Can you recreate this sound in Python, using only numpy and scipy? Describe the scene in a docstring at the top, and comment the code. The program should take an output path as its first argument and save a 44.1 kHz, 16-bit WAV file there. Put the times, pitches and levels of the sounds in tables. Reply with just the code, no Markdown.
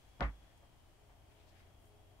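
"""One close thump: a small hand on the plastic tray of a high chair, in a quiet furnished room.
The fingers slap, the palm follows; the tray rings, clacks in its catch and bounces on its mounts.
The whole ring drops quickly in level near 0.3 s. Faint taps and a rustle of sleeve and fingers follow.
Behind them: room noise, a fading hiss, a distant motor speeding up, faint hums and a thin whine."""
import sys
import numpy as np
from scipy import signal
from scipy.fft import rfft, irfft, next_fast_len
from scipy.io import wavfile
from scipy.ndimage import map_coordinates

SR = 44100
rng = np.random.default_rng(int(sys.argv[2]) if len(sys.argv) > 2 else 0)


def to_wav(sig):
    """Store sig (one row per channel, or 1-D mono) as 16-bit WAV at the path in sys.argv[1].

    Samples outside -1..1 are clipped; the rate is SR.
    """
    pcm = np.clip(np.atleast_2d(sig), -1, 1) * 32767
    pcm = np.round(pcm).astype(np.int16)
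    wavfile.write(sys.argv[1], SR, pcm.T)  # frames by channels


N = 97020

# left-right likeness of contacts and of background noise: (frequency [Hz], correlation [-1..1])
HIT_CORRELATION = [(100, 0.94), (300, 0.86), (650, 0.86), (1000, 0.43), (1450, 0.061), (2200, -0.49),
                   (4000, -0.22), (9000, 0.98)]
AIR_CORRELATION = [(60, 0.69), (150, 0.42), (380, 0.52), (950, 0.36), (2380, 0.041), (5980, 0.041),
                   (15000, -0.23)]
# tray balance: (frequency [Hz], left lift and right cut [dB])
TRAY_BALANCE = [(60, 1), (180, -1.5), (600, 0.1), (1300, 0.5), (2400, 2.5), (5000, 3.5)]


def thump(drop_s=0.303, drop_span_s=0.0074, drop_db=-5.5):
    """The hand lands in four quick contacts; the whole ring drops quickly in level near 0.3 s."""
    # parts of the hand landing: (time [s], level [dB], brightness [Hz])
    landings = [(.1975, -13, 850), (.2072, -2.5, 3400), (.2145, 0.5, 1100), (.2202, -4, 1700)]
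    tray = sum(contact(*row) for row in landings) + pushes()
    blow = placed(tray, TRAY_BALANCE) + slap() + bounce()
    drop = (1 + np.tanh((since(0) - drop_s) / drop_span_s)) / 2
    return blow * amp(drop_db * drop)


def contact(s, db, bright_hz):
    """One touch rings the tray's modes and shell; the room answers 14 ms later."""
    # tray modes: (frequency [Hz], level [dB], t60 [s])
    modes = [(108, -55, .2), (134.6, -43.5, 0.18), (172.1, -46.5, 0.24), (223.4, -56, 0.37),
             (282.6, -47.5, 0.32), (554.5, -41.5, 0.12), (727.3, -35.5, 0.096), (852, -56.5, 0.21),
             (1110, -46, 0.23), (1189.6, -39, 0.15), (1386, -43.5, 0.13), (1524, -41, 0.075),
             (1812, -41, 0.11), (2121, -52, 0.35)]
    # dense shell resonances: (frequency [Hz], density [dB])
    shell_spectrum = [(60, -38), (200, 0.5), (400, -9.5), (640, 1), (800, 7), (1200, -5), (1900, 4.5),
                      (2700, -10.5), (5000, -23), (14000, -34)]
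    ring = np.zeros((2, N))
    for hz, mode_db, t60_s in modes:
        spread_rad = half_angle(HIT_CORRELATION, hz) * np.array([[1], [-1]])
        mode = np.sin(2 * np.pi * hz * since(s) + spread_rad)
        ring += amp(mode_db) * lowpass(hz, bright_hz) * fade(s, t60_s, attack_s=0.00055) * mode
    shell = filtered(noise(shell_spectrum, HIT_CORRELATION), lambda hz: lowpass(hz, bright_hz))
    shell *= amp(-33) * fade(s, t60_s=0.088, attack_s=0.00038)
    return amp(db) * (ring + shell + reverb(s + 0.014, bright_hz))


def slap():
    """Skin cracks on the plastic, then the tray clacks in its catch."""
    # crack and clack spectra: (frequency [Hz], density [dB])
    crack_spectrum = [(200, -18), (900, 20), (1500, 13.5), (2600, -4.5), (3500, 1.5), (4300, -7),
                      (5500, -4), (7500, -19), (11000, -20), (15000, -48)]
    clack_spectrum = [(800, -30), (2400, 1), (3650, 7), (4300, -6), (5500, -11.5), (7000, -32),
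                      (14000, -47)]
    crack = noise(crack_spectrum, HIT_CORRELATION) * fade(0.2072, t60_s=0.0087, attack_s=0.0001)
    clack = noise(clack_spectrum, HIT_CORRELATION) * fade(0.2235, t60_s=0.044, attack_s=0.00059)
    return amp(-35.5) * pan(left_db=12) * crack + amp(-47) * pan(left_db=3) * clack


def bounce(start_s=0.2178, rest_hz=49.6, sag_hz=13.6, sag_s=0.043):
    """The whole tray swings on its mounts, sagging in pitch."""
    t = since(start_s)
    hz = rest_hz + sag_hz * np.exp(-t / sag_s)
    swing = np.sin(phase(hz * (t > 0))) * fade(start_s, t60_s=0.36, attack_s=0.016)
    return amp(-25.5) * pan(left_db=-1.5) * swing


def pushes():
    """The hand's weight presses the tray down: pressure bumps with a dip on either side."""
    # pressure pulses: (time [s], level [dB], half-width [s])
    pulses = [(0.2007, -47, 0.0014), (0.2206, -31.5, 0.0008), (0.255, -43, .0016)]
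    out = np.zeros(N)
    for s, db, half_width_s in pulses:
        x = (since(0) - s) / half_width_s
        out += amp(db) * (1 - x ** 2) * np.exp(-x ** 2 / 2)
    return out


def reverb(s, bright_hz):
    """Room tail of a contact; the decay rate varies with frequency."""
    # room response: (frequency [Hz], density [dB])
    spectrum = [(100, 7), (400, -8), (700, -4.5), (1400, 3), (2100, 4.5), (2800, -6.5), (5000, -15),
                (14000, -31)]
    # room decay: (frequency [Hz], t60 [s])
    decay_times = [(150, 0.35), (700, 0.24), (2000, 0.21), (4000, 0.18), (10000, 0.24)]
    hz, t, bins = signal.stft(noise(spectrum, HIT_CORRELATION), SR, nperseg=256)
    hz = hz[:, None]
    decay = amp(-60 * np.maximum(t - s, 0) / along(decay_times, hz))
    _, tail = signal.istft(bins * decay * lowpass(hz, bright_hz), SR, nperseg=256)
    build_up = 1 - np.exp(-since(s) / 0.0054)
    return amp(-37.5) * tail[:, :N] * build_up


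def taps():
    """Fingers touch the tray lightly, twice."""
    # finger contacts: (time [s], level [dB], brightness [Hz])
    touches = [(.629, -26.5, 840), (1.096, -27.5, 1200)]
    return placed(sum(contact(*row) for row in touches), TRAY_BALANCE)


def brushes(width_oct=1.37, grain_db=2):
    """Sleeve and fingers rub the tray: grainy noise bands that swell and fade."""
    # strokes: (peak time [s], length [s], level [dB], centre [Hz])
    strokes = [(0.48, 0.17, -75.5, 1880), (0.577, 0.0073, -71.5, 8900), (1.32, 0.042, -72, 2180),
               (1.399, 0.12, -73.5, 2600), (1.487, 0.061, -73, 4040), (1.587, 0.072, -77, 4360),
               (1.593, 0.19, -71.5, 1970), (1.853, .12, -79, 10000)]
    out = np.zeros((2, N))
    for peak_s, length_s, db, centre_hz in strokes:
        band = lambda hz: 1 / (1 + (2 * np.log2((hz + 1) / centre_hz) / width_oct) ** 2)
        rub = filtered(rng.standard_normal((2, N)), band)
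        grain = amp(grain_db * wobble(rate_hz=180))
        swell = np.exp(-(2 * (since(0) - peak_s) / length_s) ** 2)
        out += amp(db) * unit(rub * grain) * swell
    return pan(left_db=2) * out


def motor(waver_db=1, rush_db=-8.5):
    """A distant motor slowly speeds up: a low tone with an airy rush."""
    # motor tone: (time [s], frequency [Hz], level [dB])
    track = [(0, 83.54, -72), (1.002, 86, -71), (1.351, 88, -65.5), (2.2, 95.34, -65.5)]
    # airy rush: (frequency [Hz], density [dB])
    rush_spectrum = [(100, -5), (220, -5), (320, 5), (480, -7.5), (660, 4.5), (900, -9), (1400, -18.5),
                     (4000, -40)]
    hz, db = over_time(track)
    tone = amp(waver_db * wobble(rate_hz=7.14)) * np.sin(phase(hz))
    rush = amp(rush_db) * noise(rush_spectrum, AIR_CORRELATION)
    return amp(db) * (tone + rush)


def hums(drone_hz=417, waver_db=1, waver_rad=0.5):
    """Faint wavering hum lines, and a drone that comes and goes."""
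    # hum lines: (frequency [Hz], start level [dB], end level [dB])
    ramps = [(120.5, -73.5, -72), (623, -114, -77.5)]
    # drone swells: (time [s], level [dB])
    swells = [(.85, -92), (1.05, -72.5), (1.2, -98), (1.4, -73), (1.75, -90.5), (1.93, -69), (2.2, -80.5)]
    lines = [(hz, np.linspace(start_db, end_db, N)) for hz, start_db, end_db in ramps]
    lines.append((drone_hz, over_time(swells)[0]))
    out = np.zeros(N)
    for hz, db in lines:
        gain = amp(db + waver_db * wobble(rate_hz=6))
        out += gain * np.sin(2 * np.pi * hz * since(0) + waver_rad * wobble(rate_hz=8))
    return out


def whine(half_width_hz=55):
    """A thin, high noise band drifts in pitch and level."""
    # band drift: (time [s], centre [Hz], level [dB])
    track = [(0, 3350, -81), (.55, 3355, -80.5), (.8, 3070, -86.5), (1.4, 3210, -89.5),
             (1.699, 3287, -83.5), (2.2, 3270, -84.5)]
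    hz, db = over_time(track)
    i, q = filtered(rng.standard_normal((2, 2, N)), lambda f: lowpass(f, half_width_hz))
    return amp(db) * unit(i * np.cos(phase(hz)) + q * np.sin(phase(hz)))


def room_noise(hiss_db_per_s=-10):
    """Steady low room noise and a faint hiss that dies away."""
    # room noise and hiss spectra: (frequency [Hz], density [dB])
    air_spectrum = [(20, -89), (52, -82), (110, -94), (220, -101), (320, -100), (480, -103), (720, -99),
                    (1400, -110), (2700, -111), (3200, -109), (3600, -115), (6000, -118), (10000, -119),
                    (15500, -122.5)]
    hiss_spectrum = [(500, -5), (2000, 3), (4000, -1), (8000, -5.5), (15000, -15.5)]
    # balance of both: (frequency [Hz], left lift and right cut [dB])
    balance = [(40, 1), (120, 2.3), (650, 2), (1500, 1.3), (8000, 1), (15000, -0.5)]
    air = amp(-64.5) * noise(air_spectrum, AIR_CORRELATION)
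    hiss = amp(-75 + hiss_db_per_s * since(0)) * noise(hiss_spectrum, AIR_CORRELATION)
    return placed(air + hiss, balance)


def amp(db):
    """Decibels to gain."""
    return 10 ** (np.asarray(db) / 20)


def unit(x):
    """Scale to rms 1."""
    return x / np.sqrt(np.mean(x ** 2) + 1e-20)


def since(s):
    """Seconds since s, zero before it."""
    return np.maximum(np.arange(N) / SR - s, 0)


def phase(hz):
    """Running phase [rad] of a varying frequency."""
    return 2 * np.pi * np.cumsum(hz) / SR


def fade(s, t60_s, attack_s):
    """Quick rise at s, then exponential decay."""
    t = since(s)
    return (1 - np.exp(-t / attack_s)) * amp(-60 * t / t60_s)


def wobble(rate_hz):
    """Smooth random curve, rate_hz knots a second."""
    knots = rng.standard_normal(int(N * rate_hz / SR) + 4)
    return map_coordinates(knots, [np.arange(N) * rate_hz / SR])


def over_time(points):
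    """One per-sample curve for each column after the time column."""
    s, *columns = np.transpose(points)
    return [np.interp(since(0), s, column) for column in columns]


def along(points, hz):
    """Interpolate (frequency, value) points on a log axis."""
    knots_hz, values = np.transpose(points)
    return np.interp(np.log(hz + 1), np.log(knots_hz + 1), values)


def lowpass(hz, corner_hz):
    """Second-order low-pass gain."""
    return 1 / np.sqrt(1 + (hz / corner_hz) ** 4)


def filtered(x, response):
    """Apply the gain response(hz)."""
    size = next_fast_len(N + SR // 2)
    return irfft(rfft(x, size) * response(np.fft.rfftfreq(size, 1 / SR)), size)[..., :N]


def half_angle(correlation, hz):
    """Half the left-right angle [rad] that gives this correlation."""
    return np.arccos(np.clip(along(correlation, hz), -1, 1)) / 2


def noise(spectrum, correlation):
    """Coloured stereo noise of rms 1; the spectrum sets shape only."""
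    def response(hz):
        angle = half_angle(correlation, hz)
        return amp(along(spectrum, hz)) * [np.cos(angle), np.sin(angle)]
    mid, side = filtered(rng.standard_normal((2, N)), response)
    return unit(np.array([mid + side, mid - side]))


def pan(left_db):
    """Gains that lift the left channel and cut the right."""
    return amp(left_db * np.array([[1], [-1]]))


def placed(x, balance):
    """Pan by frequency."""
    return filtered(x, lambda hz: pan(along(balance, hz)))


def scene():
    """The thump and the small sounds after it, over the quiet room."""
    hand = thump() + taps() + brushes()
    tones = pan(left_db=1) * (motor() + hums() + whine())
    return hand + tones + room_noise()


def record(dry, top_hz=15700):
    """Brick-wall low-pass."""
    return filtered(dry, lambda hz: hz < top_hz)


dry = scene()
out = record(dry)
to_wav(out)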